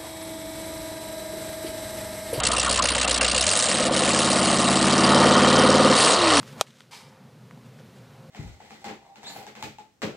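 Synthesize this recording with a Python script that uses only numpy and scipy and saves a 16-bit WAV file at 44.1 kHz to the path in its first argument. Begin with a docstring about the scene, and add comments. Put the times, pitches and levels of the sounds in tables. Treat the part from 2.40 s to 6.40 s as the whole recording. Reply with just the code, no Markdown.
"""An inboard V8 with a wet exhaust: each firing booms in the pipes and spits a puff of cooling water.
0-1 s: idle. Unequal cylinders make it lope, the outlet gurgles, the spray fails now and then.
1-3.5 s: opened up and held. The puffs run together; drone, bark and rasp grow.
3.5-4 s: blipped once and let go; it hoots as it runs down."""
import sys
import numpy as np
from scipy import signal
from scipy.fft import rfft, irfft
from scipy.io import wavfile
from scipy.ndimage import uniform_filter1d

SR = 44100
rng = np.random.default_rng(int(sys.argv[2]) if len(sys.argv) > 2 else 0)


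def materialize(psi):
    """Save the field psi as 16-bit PCM at rate SR to the path in sys.argv[1].

    A 1-D psi becomes a single channel; in a 2-D psi each row is a channel.
    """
    bounded = np.clip(np.atleast_2d(psi).T, -1, 1)
    quanta = np.round(bounded * 32767).astype(np.int16)
    wavfile.write(sys.argv[1], SR, quanta)


N = 176400
TIME = np.arange(N) / SR

# cylinder strengths in firing order: (spray [dB], rasp [dB])
CYLINDERS = np.array([(8, 1.5), (0.5, .5), (9.5, 1.5), (8, 0.5), (10.0, -0.5), (4.5, 0.0), (9.0, 1.0),
             (8.0, -1)])


def from_db(db):
    """Decibels to gain."""
    return 10 ** (np.asarray(db) / 20)


def unit_rms(x):
    """Scale to rms 1."""
    return x / np.sqrt(np.mean(x ** 2) + 1e-20)


def curves(rows):
    """Each column after the time, at every sample."""
    times_s, *columns = np.transpose(rows)
    return [np.interp(TIME, times_s, column) for column in columns]


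def envelope(rows):
    """Gain at every sample from (time [s], level [dB])."""
    return from_db(curves(rows)[0])


def drift(rate_hz, hop=40):
    """Smooth random wander, rms 1."""
    pole = np.exp(-2 * np.pi * rate_hz * hop / SR)
    noise = rng.standard_normal(N // hop + 2002)
    slow = signal.lfilter([1], [1, -2 * pole, pole * pole], noise)[2000:]
    return np.interp(np.arange(N) / hop, np.arange(len(slow)), unit_rms(slow))


def resonate(x, hz, width_hz):
    """Resonance with steep skirts."""
    edges_hz = np.clip(hz + np.array([-1, 1]) * width_hz / np.sqrt(2), 20, .45 * SR)
    return signal.sosfilt(signal.butter(2, edges_hz, "band", fs=SR, output="sos"), x + 1e-18)


def hold_level(x, window_s=.003):
    """Flatten the level, keep the changing colour."""
    return x / np.sqrt(uniform_filter1d(x * x, int(window_s * SR)) + 1e-3)


def puffs(cycle, skew, sharp, floor_db):
    """Flow within each firing: an early-peaking swell over a steady leak."""
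    age = cycle * len(CYLINDERS) % 1
    return np.abs(np.sin(np.pi * age ** skew)) ** sharp + from_db(floor_db)


def per_firing(cycle, spread_db, cylinder_db=np.zeros(len(CYLINDERS))):
    """Gain of the current firing: its cylinder's share plus scatter."""
    firing = np.floor(cycle * len(CYLINDERS)).astype(int)
    scatter_db = spread_db * rng.standard_normal(1024)[firing]
    return from_db(cylinder_db[firing % len(CYLINDERS)] + scatter_db)


def cyclic_noise(cycle, size=2400):
    """Ragged pressure wave, alike in every cycle."""
    wave = unit_rms(irfft(np.exp(2j * np.pi * rng.random(size // 2 + 1))))
    return np.interp(cycle % 1 * size, np.arange(size), wave)


def turbulence(flow, cycle, modes, spread_db, cyclic_share=0):
    """Flow noise in modes (centre [Hz], width [Hz], level [dB]); each firing colours them anew."""
    out = 0
    for hz, width_hz, db in modes:
        noise = np.sqrt(1 - cyclic_share) * rng.standard_normal(N)
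        noise += np.sqrt(cyclic_share) * cyclic_noise(cycle)
        out += from_db(db) * resonate(noise * flow * per_firing(cycle, spread_db), hz, width_hz)
    return unit_rms(out)


def wash(level_db=-36):
    """Churned water behind the stern."""
    # (frequency [Hz], relative density [dB])
    spectrum = [(20, 3), (45, 15.5), (80, 23), (130, 10.5), (400, -30), (1500, 16.5), (4000, 15.5),
                (10000, -88)]
    hz, db = np.transpose(spectrum)
    bins_hz = np.arange(N // 2 + 1) * SR / N
    colour = from_db(np.interp(np.log(bins_hz + 1), np.log(hz), db))
    gain = from_db(level_db + 0.5 * drift(8.9))
    return gain * unit_rms(irfft(rfft(rng.standard_normal(N)) * colour, N))


def gulps(cycle, half_width_s=.012):
    """Short hollow gurgles at the outlet, at idle."""
    # (time [s], level [dB])
    gurgles = [(.008, -27.5), (.142, -22), (.278, -20), (0.399, -20)]
    gain = sum(from_db(db) * np.exp(-((TIME - s) / half_width_s) ** 2) for s, db in gurgles)
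    return gain * turbulence(1, cycle, [(1113, 130, 4), (1300, 190, -3)], spread_db=.5)


def drops(half_width_s=.005):
    """Thrown water pings briefly."""
    # (time [s], pitch [Hz], level [dB])
    pings = [(.649, 2710, -17), (.813, 2730, -17.5), (.95, 2775, -19.5), (2.282, 3800, -19.5),
             (2.644, 4770, -14)]
    return sum(from_db(db) * np.exp(-((TIME - s) / half_width_s) ** 2) * np.sin(2 * np.pi * hz * TIME)
               for s, hz, db in pings)


def spray(cycle, speed_hz, merge_db_per_octave=13):
    """Water spat out in puffs that merge as the speed rises; some ring the outlet."""
    # (time [s], hiss [dB], fizz [dB])
    levels = [(0, -21, -23), (.85, -19.5, -24.5), (1.0, -17.5, -21.5), (1.2, -23, -21), (1.4, -27, -29),
              (1.7, -24, -26), (2.3, -25.5, -27), (2.7, -23.5, -29.5), (3.52, -24.5, -31.5),
              (3.59, -21, -23.5), (3.73, -31, -32), (3.78, -33.5, -42.5), (4, -24.5, -29)]
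    # lower and upper spray bands: (centre [Hz], width [Hz], level [dB])
    hiss_modes = [(2110, 860, -6), (2773, 130, -2.5), (3098, 305, -3), (3910, 480, -1), (4530, 540, -4.5),
                  (5240, 1000, -6)]
    fizz_modes = [(5560, 490, -12.5), (6490, 350, -5), (7300, 540, -2.5), (7915, 210, -1), (8450, 175, 2),
                  (9040, 370, -1), (9644, 280, -2)]
    # spray failures: (time [s], length [s], depth [dB])
    gaps = [(.02, .024, 28), (.103, .018, 16), (.41, .018, 17), (.572, .012, 9), (.666, .018, 17),
            (.798, .02, 24), (1.504, .042, 14)]
    hiss_db, fizz_db = curves(levels)
    octaves = np.log2(speed_hz / speed_hz[0])
    merge_db = merge_db_per_octave * octaves
    gap_db = sum(db * np.exp(-(2 * (TIME - s) / length_s) ** 4) for s, length_s, db in gaps)
    strength = per_firing(cycle, spread_db=1.1, cylinder_db=CYLINDERS[:, 0])
    strength *= from_db(1.5 * drift(700) - gap_db)
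    jet = strength * puffs(cycle, skew=.39, sharp=1.18, floor_db=-18 + merge_db)
    mist = strength * puffs(cycle, skew=.52, sharp=2.25, floor_db=-23 + merge_db)
    spits = strength * puffs(cycle, skew=.48, sharp=5.9, floor_db=-51)
    hiss = unit_rms(jet * hold_level(turbulence(1, cycle, hiss_modes, spread_db=4.5)))
    fizz = unit_rms(mist * hold_level(turbulence(1, cycle, fizz_modes, spread_db=5.5)))
    ring = turbulence(spits, cycle, [(2768, 100, 0)], spread_db=2.5)
    return from_db(hiss_db) * hiss + from_db(fizz_db) * fizz + from_db(-37 - 7 * octaves) * ring


def rasp(cycle):
    """Gas tears through water in the pipes; it burbles as the throttle opens, snarls at top load."""
    # (time [s], level [dB])
    tear_levels = [(0, -32), (1.2, -32.5), (1.7, -27.5), (2.2, -26), (2.55, -24), (2.72, -19), (3.2, -20),
                   (3.72, -20.5), (3.78, -23), (3.92, -18), (4, -19)]
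    burble_levels = [(1.0, -36), (1.45, -30.5), (2.2, -30), (2.8, -27.5)]
    snarl_levels = [(2.4, -38), (2.8, -26), (3.2, -28), (3.8, -33)]
    # resonances: (centre [Hz], width [Hz], level [dB])
    tear_modes = [(458, 82, -1), (588, 52, -1), (745, 88, -2.5), (896.6, 67, 0), (1060, 101, 1),
                  (1211, 95, 1), (1404, 114, -4.5), (1828, 180, -7), (2235, 330, -17)]
    rumble_modes = [(222, 73, -4), (309, 33, -6), (601, 91, -8)]
    burble_modes = [(599, 73, 0.0077), (697, 84, 0.0024)]
    snarl_modes = [(1243, 81, -1.5), (1437, 65, -5.5), (3124, 150, -5)]
    tear_db, = curves(tear_levels)
    rumble_db = -33 + .25 * (tear_db + 18)
    flow = puffs(cycle, skew=.41, sharp=1.76, floor_db=-4.5)
    flow *= per_firing(cycle, spread_db=1.43, cylinder_db=CYLINDERS[:, 1])
    share = np.interp(TIME, [1, 3], [0, .75])
    tear = from_db(tear_db) * turbulence(flow, cycle, tear_modes, spread_db=1.54, cyclic_share=share)
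    rumble = from_db(rumble_db) * turbulence(flow, cycle, rumble_modes, spread_db=.5)
    burble = envelope(burble_levels) * turbulence(flow, cycle, burble_modes, spread_db=2)
    snarl = envelope(snarl_levels) * turbulence(flow, cycle, snarl_modes, spread_db=1)
    return tear + rumble + burble + snarl


def bark(cycle, speed_hz, pitch_hz=537, sag_hz=81.6):
    """Once a cycle the strongest blowdown rings the pipe: a rough, sagging throb."""
    # (time [s], level [dB])
    levels = [(0, -41.5), (1.2, -38), (1.45, -26.5), (1.7, -28), (2.2, -34.5), (2.55, -34), (2.8, -26),
              (3.35, -20), (3.52, -22), (3.58, -33), (3.73, -23), (3.8, -32), (4, -38)]
    onset_cycles, rise_cycles, fall_cycles = .25, .082, .21
    age = (cycle - onset_cycles) % 1
    turns = (pitch_hz - sag_hz * age / 2) * age / speed_hz
    attack = 1 - np.exp(-(age / rise_cycles) ** 2)
    decay = np.exp(-age / fall_cycles) * (1 - age ** 8)
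    roughness = np.interp(speed_hz, [8, 19], [.8, .22])
    noise = unit_rms(resonate(rng.standard_normal(N), pitch_hz, width_hz=97))
    tone = np.sin(2 * np.pi * turns) + roughness * noise
    return envelope(levels) * unit_rms(attack * decay * tone)


def pipe_note(cycle, orders, waver=.12, flutter_cycles=.0015):
    """Engine orders as wavering sines; each swells as it passes the pipe resonance."""
    pipe_hz, half_width_hz, boost_db = 321.6, 5.3, 4
    speed_hz = np.gradient(cycle) * SR
    cycle = cycle + flutter_cycles * drift(25)
    out = 0
    for order, db in orders:
        pipe_db = boost_db / (1 + ((order * speed_hz - pipe_hz) / half_width_hz) ** 2)
        gain = from_db(db + pipe_db) * (1 + waver * drift(13))
        out += gain * np.sin(2 * np.pi * (order * cycle + rng.random()))
    return unit_rms(out)


def drone(cycle):
    """Deep exhaust note: firing thud, chord under load, rising blip, hoot with the throttle shut."""
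    # (time [s], level [dB])
    thud_levels = [(0, -35), (1.0, -34), (1.4, -49.5)]
    load_levels = [(0, -41), (1.0, -45), (1.2, -56), (1.35, -30.5), (1.6, -27), (2.1, -25), (2.5, -22.5),
                   (2.8, -19.5), (3.52, -19.5), (3.6, -35), (3.7, -49)]
    blip_levels = [(3.54, -60), (3.6, -29), (3.75, -26), (3.79, -55)]
    hoot_levels = [(3.75, -60), (3.79, -27), (3.87, -26), (3.94, -26.5), (4, -22)]
    # partials: (order [x cycle rate], level [dB])
    load_orders = [(3, -27), (5, -12), (6, -20), (7, -25), (8, -5), (10, -10.5), (11, 0), (13, -1),
                   (14, -4), (15, -8.5), (16, -31), (17, -9.5), (18, -5), (19, -9), (21, -18.5), (22, -6)]
    blip_orders = [(5, -2.2), (8, -2), (11, 1), (14, -1.8)]
    hoot_orders = [(3, -12.5), (5, -15.5), (10, 0)]
    thud = envelope(thud_levels) * np.sin(2 * np.pi * len(CYLINDERS) * cycle)
    load = envelope(load_levels) * pipe_note(cycle, load_orders)
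    blip = envelope(blip_levels) * pipe_note(cycle, blip_orders)
    hoot = envelope(hoot_levels) * pipe_note(cycle, hoot_orders)
    return thud + load + blip + hoot


def scene():
    """One crankshaft times exhaust and spray; both channels alike."""
    # engine speed: (time [s], four-stroke cycle rate [Hz])
    speeds = [(0.0, 7.628), (0.6, 7.907), (0.85, 7.171), (1.02, 8.188), (1.15, 12.898), (1.3, 17.642),
              (1.42, 18.321), (1.6, 17.685), (1.9, 17.855), (2.15, 17.384), (2.5, 17.973), (2.9, 18.254),
              (3.55, 19.13), (3.6, 23.5), (3.745, 38.4), (3.8, 35.5), (3.9, 31.5), (4.0, 27.3)]
    speed_hz, = curves(speeds)
    cycle = np.cumsum(speed_hz) / SR - .004
    exhaust = drone(cycle) + bark(cycle, speed_hz) + rasp(cycle)
    water = spray(cycle, speed_hz) + drops() + gulps(cycle) + wash()
    return np.array([exhaust + water] * 2)


def record(dry):
    """Soft clip, then a steep low-pass."""
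    ceiling, cutoff_hz = .8, 10100
    lowpass = signal.ellip(12, .1, 80, cutoff_hz, fs=SR, output="sos")
    return signal.sosfilt(lowpass, ceiling * np.tanh(dry / ceiling))


dry = scene()
out = record(dry)
materialize(out)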